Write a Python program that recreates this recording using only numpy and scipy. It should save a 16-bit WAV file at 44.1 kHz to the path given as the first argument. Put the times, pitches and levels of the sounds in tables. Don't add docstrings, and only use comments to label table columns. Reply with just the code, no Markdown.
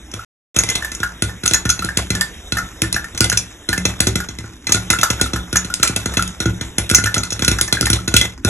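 import sys
import numpy as np
from scipy import signal
from scipy.fft import rfft, irfft, next_fast_len
from scipy.io import wavfile
from scipy.ndimage import uniform_filter1d, map_coordinates

SR = 44100
rng = np.random.default_rng(int(sys.argv[2]) if len(sys.argv) > 2 else 0)


def write(x):
    x = np.atleast_2d(x).T
    wavfile.write(sys.argv[1], SR, np.round(np.clip(x, -1, 1) * 32767).astype(np.int16))


N = 374409

# t/s, crack level/dB, thump level/dB
POPS = [(0.1375, -15.5, -29.5), (0.5622, 0, -18.5), (0.635, -7, -28), (0.688, -4.5, -29),
        (0.7526, -2, -28.5), (0.9167, -15, -36), (1.0013, -18.5, -26), (1.2214, -7, -17),
        (1.4346, -14.5, -23.5), (1.5098, -8, -22.5), (1.6526, -10.5, -16.5), (1.7915, -12.5, -27),
        (1.8438, -12, -24), (1.9707, -1, -18), (2.1034, -2.5, -17.5), (2.15, -12.5, -23.5),
        (2.521, -6.5, -20.5), (2.6224, -39, -35.5), (2.818, -5, -18.5), (2.943, -8, -24),
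        (3.1473, -21, -34), (3.2057, -3, -14.5), (3.242, -3.5, -35), (3.3257, -5.5, -26.5),
        (3.6885, -7.5, -20), (3.7771, -8.5, -21), (3.8527, 2.5, -17), (4.0026, -1.5, -17.5),
        (4.069, -1.5, -14.5), (4.155, -3.5, -17.5), (4.2869, -14.5, -30.5), (4.3856, -18.5, -30.5),
        (4.4401, -36, -30.5), (4.669, -4.5, -33), (4.6922, -11, -22.5), (4.7444, -2, -19),
        (4.9014, 3, -18.5), (4.9871, -8, -26), (5.1017, -0.5, -18.5), (5.2122, 0, -17),
        (5.3337, -8.5, -18.5), (5.5276, -9.5, -19), (5.6461, -16, -28), (5.7972, -18, -26),
        (5.8282, 4.5, -24), (5.8943, -19.5, -20), (5.9616, -3.5, -22), (6.0576, -7, -18),
        (6.1696, -0.5, -16), (6.4023, -6, -22), (6.4561, -10, -14), (6.6104, -11, -22.5),
        (6.7817, -2, -18.5), (6.9111, -7, -14), (6.9822, -12, -18.5), (7.0385, -8.5, -23),
        (7.1417, -3.5, -29), (7.1664, -9.5, -17.5), (7.3207, -14.5, -26), (7.3926, -13.5, -26),
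        (7.4213, -4, -17.5), (7.4789, 1, -13.5), (7.5141, -3.5, -17.5), (7.6104, -7, -25), (7.7253, 0, -18),
        (7.8091, -15, -18), (7.8265, -15.5, -17.5), (7.8998, -5, -18.5), (7.9304, -0.5, -20),
        (8.077, -5, -19), (8.1396, -2, -11.5), (8.2122, 1.5, -23), (8.4477, -5, -13)]
# t/s, crack level/dB, ring level/dB, pitch of the struck spot/Hz
TAPS = [(0.1141, -25, -34, 6040), (0.5878, -1.5, -5.5, 6800), (0.6987, -7, -12, 7600),
        (0.9489, -29, -18, 7800), (1.4567, -2, -32, 6800), (1.477, -2.5, -8, 6920),
        (1.5353, 5.5, -12, 7680), (1.5433, -4, -7.5, 7050), (1.6913, -3, -16, 6700), (1.7, 2.5, -8, 6360),
        (2.2089, -8.5, -23, 5280), (2.5833, -10.5, -21.5, 6370), (2.9263, -6, -23, 6600),
        (3.1754, -6, -23, 5960), (3.2979, -5, -15, 6600), (3.3724, -0.5, -9, 6100), (4.7208, 5, -1.5, 7650),
        (4.9267, -14.5, -22, 6880), (5.012, 0, -19, 7030), (5.031, -5, -15.5, 6210),
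        (5.558, -5.5, -12, 7700), (5.568, -5, -4.5, 6800), (5.7385, -11.5, -23, 6300),
        (5.874, -0.5, -15.5, 6800), (6.0017, -22, -36, 7220), (6.2234, -7, -26, 6900),
        (6.2765, -18.5, -25, 7160), (6.8917, -16, -32, 6040), (6.898, -0.5, -21, 6300),
        (6.947, 4.5, 2, 6400), (7.058, -3.5, -22, 6140), (7.1798, -5.5, -13.5, 6630),
        (7.233, -7, -29, 6560), (7.2496, -20.5, -23, 6710), (7.3047, -5.5, -25, 6510),
        (7.3268, -8.5, -20, 6550), (7.4466, -0.5, -18, 6530), (7.585, -9.5, -21.5, 5780),
        (7.6772, -14, -25.5, 6200), (7.855, 0.5, -30, 6950), (8.1647, 15, -9, 6540)]
# t/s, level/dB, pitch of the struck spot/Hz
KNOCKS = [(0.1925, -26, 1350), (0.5873, -19, 1380), (0.8227, -17, 1710), (0.846, -11, 1900),
          (1.0311, -7.5, 1574), (1.294, -23.5, 1700), (1.4567, -11, 1400), (1.543, -7, 1760),
          (1.654, -15, 1960), (1.696, -15, 1370), (1.8225, -15, 1310), (1.888, -14.5, 1780),
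          (2.1528, -15, 1820), (2.213, -7.5, 1940), (2.569, -8, 1670), (2.5856, -12, 1340),
          (2.8358, -15, 1800), (2.963, -9, 1620), (3.042, -18, 1790), (3.2138, -18.5, 1320),
          (3.3172, -9.5, 1530), (3.7282, -4, 1820), (4.2013, -12, 1450), (4.7426, -36.5, 1950),
          (4.934, -8.5, 1370), (5.031, 3.5, 1240), (5.1966, -18.5, 1420), (5.259, -15, 1370),
          (5.3594, -10.5, 1500), (5.5564, -3.5, 1680), (5.7, -18, 1380), (5.8324, -7.5, 1360),
          (6.1095, -26.5, 1340), (6.137, -11, 2090), (6.1932, -12, 1380), (6.8973, -17.5, 1450),
          (6.9382, -12.5, 1420), (6.984, -11.5, 1780), (7.0585, -10, 1490), (7.0688, -10.5, 1740),
          (7.163, -14, 1470), (7.232, -19.5, 1370), (7.422, -14, 2000), (7.443, -21, 1470),
          (7.5872, -14.5, 1560), (7.6805, -14.5, 1790), (7.7708, -21, 1650), (7.867, -4.5, 2020),
          (7.988, -24.5, 1330), (8.1693, -19.5, 1460)]


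def amp(db):
    return 10 ** (np.asarray(db) / 20)


def unit(x):
    return x / np.sqrt(np.mean(x ** 2) + 1e-20)


def along(points, hz):
    f, v = np.transpose(points)
    return np.interp(np.log(hz + 1), np.log(f + 1), v)


def filtered(x, response):
    m = next_fast_len(N + SR // 2)
    return irfft(rfft(x, m) * response(np.fft.rfftfreq(m, 1 / SR)), m)[..., :N]


def coloured(x, colour):
    return filtered(x, lambda f: amp(along(colour, f)))


def placed(times, rows):
    where = np.round(times * SR).astype(int)[:, None] + np.arange(rows.shape[1])
    return np.bincount(where.ravel(), rows.ravel(), N + SR)[:N]


def ringing(modes, strike_db, scatter_db, attack_s):
    t = np.arange(SR // 7, dtype=np.float32) / SR
    luck = rng.standard_normal((len(strike_db), 3, len(modes))).astype(np.float32)
    rows = 0
    for k, (hz, db, t60) in enumerate(modes):
        size = np.sign(luck[:, 2, [k]]) * amp(strike_db[:, [k]] + db + scatter_db * luck[:, 0, [k]])
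        pitch = hz * (1 + 0.0056 * luck[:, 1, [k]])
        rows = rows + size * amp(-60 * t / t60) * np.sin(2 * np.pi * pitch * t)
    return rows * (1 - np.exp(-t / attack_s))


def pops_and_taps():
    return np.vstack([np.array(POPS)[:, :2], np.array(TAPS)[:, :2]]).T


def kitchen(x):
    # f/Hz, t60/s
    fade_times = [(100, 0.71), (1500, 0.28), (6000, 0.18), (11000, 0.2)]
    hz, t, noise = signal.stft(rng.standard_normal((2, SR // 2)), SR, nperseg=256)
    tail = signal.istft(noise * amp(-60 * t / along(fade_times, hz)[:, None]), SR, nperseg=256)[1]
    delayed = np.pad(x, (200, 0))[None]
    return signal.fftconvolve(delayed, tail / np.linalg.norm(tail[0]), axes=1)[:, :N]


def sputter():
    starts, db, _ = np.transpose(POPS)
    t = np.arange(SR // 3) / SR
    spit_hz = 90
    spits = map_coordinates(rng.standard_normal(int(spit_hz * N / SR) + 4), [spit_hz * np.arange(N) / SR])
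    return placed(starts, amp(db[:, None] - 26 - 60 * t / 0.3)) * amp(4.0 * spits)


def stove():
    # t/s, level/dB
    hiss_levels = [(0, -45.5), (.6, -34.5), (1.1, -42), (2.4, -40.5), (3.6, -42.5), (4.3, -52),
                   (4.6, -48.5), (4.8, -40), (8.25, -44.5), (8.33, -112), (8.49, -18.5)]
    # f/Hz, level/dB
    oil_colour = [(240, -12), (400, -0.5), (1170, -5.5), (1870, -2), (2900, -7.5), (3790, 2.5),
                  (4960, -88.5), (5250, -5.5), (7170, -7), (8500, -9.5), (11800, -14), (15300, -37.5),
                  (22000, -120)]
    # f/Hz, level/dB
    rumble_colour = [(25, -9), (60, 9), (130, -13), (330, -4.5), (500, -29), (1100, -120)]
    noise = signal.stft(rng.standard_normal((2, N)), nperseg=512)[2]
    patches = uniform_filter1d(uniform_filter1d(rng.standard_normal(noise.shape), 8, 1), 8, 2)
    hiss, rumble = signal.istft(noise * amp(2.5 * unit(patches)), nperseg=512)[1][:, :N]
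    oil_gain = amp(np.interp(np.arange(N) / SR, *np.transpose(hiss_levels))) + sputter()
    return oil_gain * unit(coloured(hiss, oil_colour)) + amp(-39.5) * unit(coloured(rumble, rumble_colour))


def tumbling():
    # f/Hz, level/dB
    tick_colour = [(300, -18.5), (800, 2.5), (1500, 7), (3500, -8), (6500, 2.5), (11000, -13.5)]
    luck = rng.random((1500, 3))
    triggers, _ = pops_and_taps()
    after = triggers[(luck[:, 0] * len(triggers)).astype(int)]
    starts = np.minimum(after - .07 * np.log(luck[:, 2] + 0.00033), N / SR)
    db = -39 - 4 * np.log(luck[:, [1]] + .02)
    t = np.arange(SR // 60) / SR
    ticks = amp(db - 60 * t / 0.014) * rng.standard_normal((len(starts), len(t)))
    return coloured(placed(starts, ticks), tick_colour)


def thuds():
    # f/Hz, level/dB
    thud_colour = [(250, -19), (500, -4.5), (1500, 1), (2600, -6), (5000, -4)]
    starts, db, _ = np.transpose(KNOCKS)
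    t = np.arange(SR // 15) / SR
    shape = amp(db[:, None] - 2 - 60 * t / 0.059) * (1 - np.exp(-t / .001))
    return coloured(placed(starts, shape * rng.standard_normal(shape.shape)), thud_colour)


def knocks():
    # f/Hz, level/dB, t60/s
    pot_modes = [(1340, 11, 0.039), (1447.5, 4.5, 0.11), (1625, 13.5, 0.02), (1748, -4.5, 0.14),
                 (1800, 2.5, 0.098), (2155, -6, 0.019)]
    pop_starts, _, thump_db = np.transpose(POPS)
    floor_hz = np.full(len(POPS), 1450.0)
    jolts = np.transpose([pop_starts, thump_db - 2.5, floor_hz])
    starts, db, spot_hz = np.transpose(np.vstack([KNOCKS, jolts]))
    octaves_away = np.abs(np.log2(np.transpose(pot_modes)[0] / spot_hz[:, None]))
    ring = ringing(pot_modes, db[:, None] - 7.0 - 55 * octaves_away, scatter_db=4.0, attack_s=0.0012)
    flutter = signal.resample(rng.standard_normal((len(starts), 60)), ring.shape[1], axis=1)
    return placed(starts, ring * amp(0.53 * flutter))


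def lid():
    # f/Hz, level/dB, t60/s
    glass_modes = [(2039, -3, 0.057), (2360, -13, 0.11), (2627, 0.5, 0.032), (3393, 10.5, 0.015),
                   (3670, -3, 0.02), (4127, 18, 0.0087), (5370, -26, 0.074), (5466, -14.5, 0.045),
                   (5586, 7, 0.023), (5905, -6.5, 0.056), (6190, 0, 0.034), (6340, -11.5, 0.03),
                   (6510, 8.5, 0.018), (7100, -12, 0.045), (6910, -13, 0.12), (7450, -53, 0.061),
                   (7570, -18, 0.034)]
    mode_hz = np.transpose(glass_modes)[0]
    starts, _ = pops_and_taps()
    _, pop_db, _ = np.transpose(POPS)[..., None]
    _, tap_db, ring_db, spot_hz = np.transpose(TAPS)[..., None]
    octaves_away = np.abs(np.log2(mode_hz / spot_hz))
    is_low = mode_hz < 4500
    from_pops = pop_db + np.where(is_low, -12, -13)
    from_taps = np.where(is_low, tap_db - 17.5, ring_db + 5.5 - 24 * octaves_away)
    strike_db = np.vstack([from_pops, from_taps])
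    return placed(starts, ringing(glass_modes, strike_db, scatter_db=3.5, attack_s=0.0025))


def thumps():
    # f/Hz, level/dB, t60/s
    body_modes = [(107.3, 5.5, 0.27), (181.8, -7.5, 0.62), (254.1, -6.5, 0.19), (322, 1.5, 0.16),
                  (375, -6, 0.11), (456.7, -19, 0.23)]
    rocking_hz, crest_s = 61, .0059
    starts, _, db = np.transpose(POPS)
    t = np.arange(SR // 4) / SR
    detune = 1 + 0.037 * rng.standard_normal((len(starts), 1))
    falling_hz = ((1.3 / (t + 1e-4)) ** 4 + rocking_hz ** 4) ** .25
    turns = np.cumsum(falling_hz) / SR
    turns -= np.interp(crest_s, t, turns)
    rise = 1 - np.exp(-(t / .0035) ** 3)
    fade = amp(3 - 60 * t / .04) + amp(-5 - 60 * t / .2) + amp(-17 - 60 * t / .6)
    wave = amp(db[:, None] + 4) * rise * fade * np.cos(2 * np.pi * turns * detune)
    hum = ringing(body_modes, db[:, None] + np.full(len(body_modes), -5.0), scatter_db=4.5, attack_s=0.015)
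    return placed(starts, wave) + placed(starts, hum)


def cracks():
    # f/Hz, level/dB
    snap_colour = [(300, -9), (1000, -13.5), (3000, -1), (5000, 2), (7000, 1), (9000, 3), (10700, 4),
                   (12000, -16)]
    starts, db = pops_and_taps()
    t = np.arange(SR // 12) / SR
    tear = amp(-60 * t / .018)
    steam = amp(-19 - 60 * t / 0.031)
    shape = (tear + steam) * (1 - np.exp(-(t / 0.0021) ** 2))
    spurts = signal.resample(rng.standard_normal((len(starts), 50)), len(t), axis=1)
    snaps = amp(db[:, None] + 6.63 * spurts) * shape * rng.standard_normal(spurts.shape)
    return coloured(placed(starts, snaps), snap_colour)


def scene():
    # f/Hz, phase/radians
    left_lead = [(0, 0), (950, -.4), (2410, 1), (4310, 3), (6030, 5.6), (7490, 6.5), (8350, 9.2),
                 (9560, 9.6), (11500, 12.6)]
    bright = cracks() + lid() + knocks() + thuds() + tumbling()
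    bass = thumps()
    near = bright + amp(-11) * kitchen(bright)[0] + bass + amp(-15) * kitchen(bass)[0] + stove()
    balance = amp([[-.2], [.2]])
    lead_hz, lead = np.transpose(left_lead)
    ports = filtered(near, lambda f: balance * np.exp([[.5j], [-.5j]] * np.interp(f, lead_hz, lead)))
    upper_bass = filtered(bass, lambda f: f ** 2 / (f ** 2 + 300 ** 2))
    return ports + amp(-10.0) * kitchen(bright + upper_bass)


def record(dry):
    mic_hz, top_hz = 11924, 15900
    silent_from_s, silent_to_s = .248, .545
    t = np.arange(N) / SR
    x = filtered(dry, lambda f: np.clip((mic_hz + 100 - f) / 200, 0, 1))
    x = x * ((t < silent_from_s) | (t > silent_to_s))
    x = x / (1 + np.abs(x) ** 12) ** (1 / 12)
    x = filtered(x, lambda f: np.clip((top_hz - f) / 400, 0, 1))
    return np.clip(x, -1, 1)


dry = scene()
out = record(dry)
write(out)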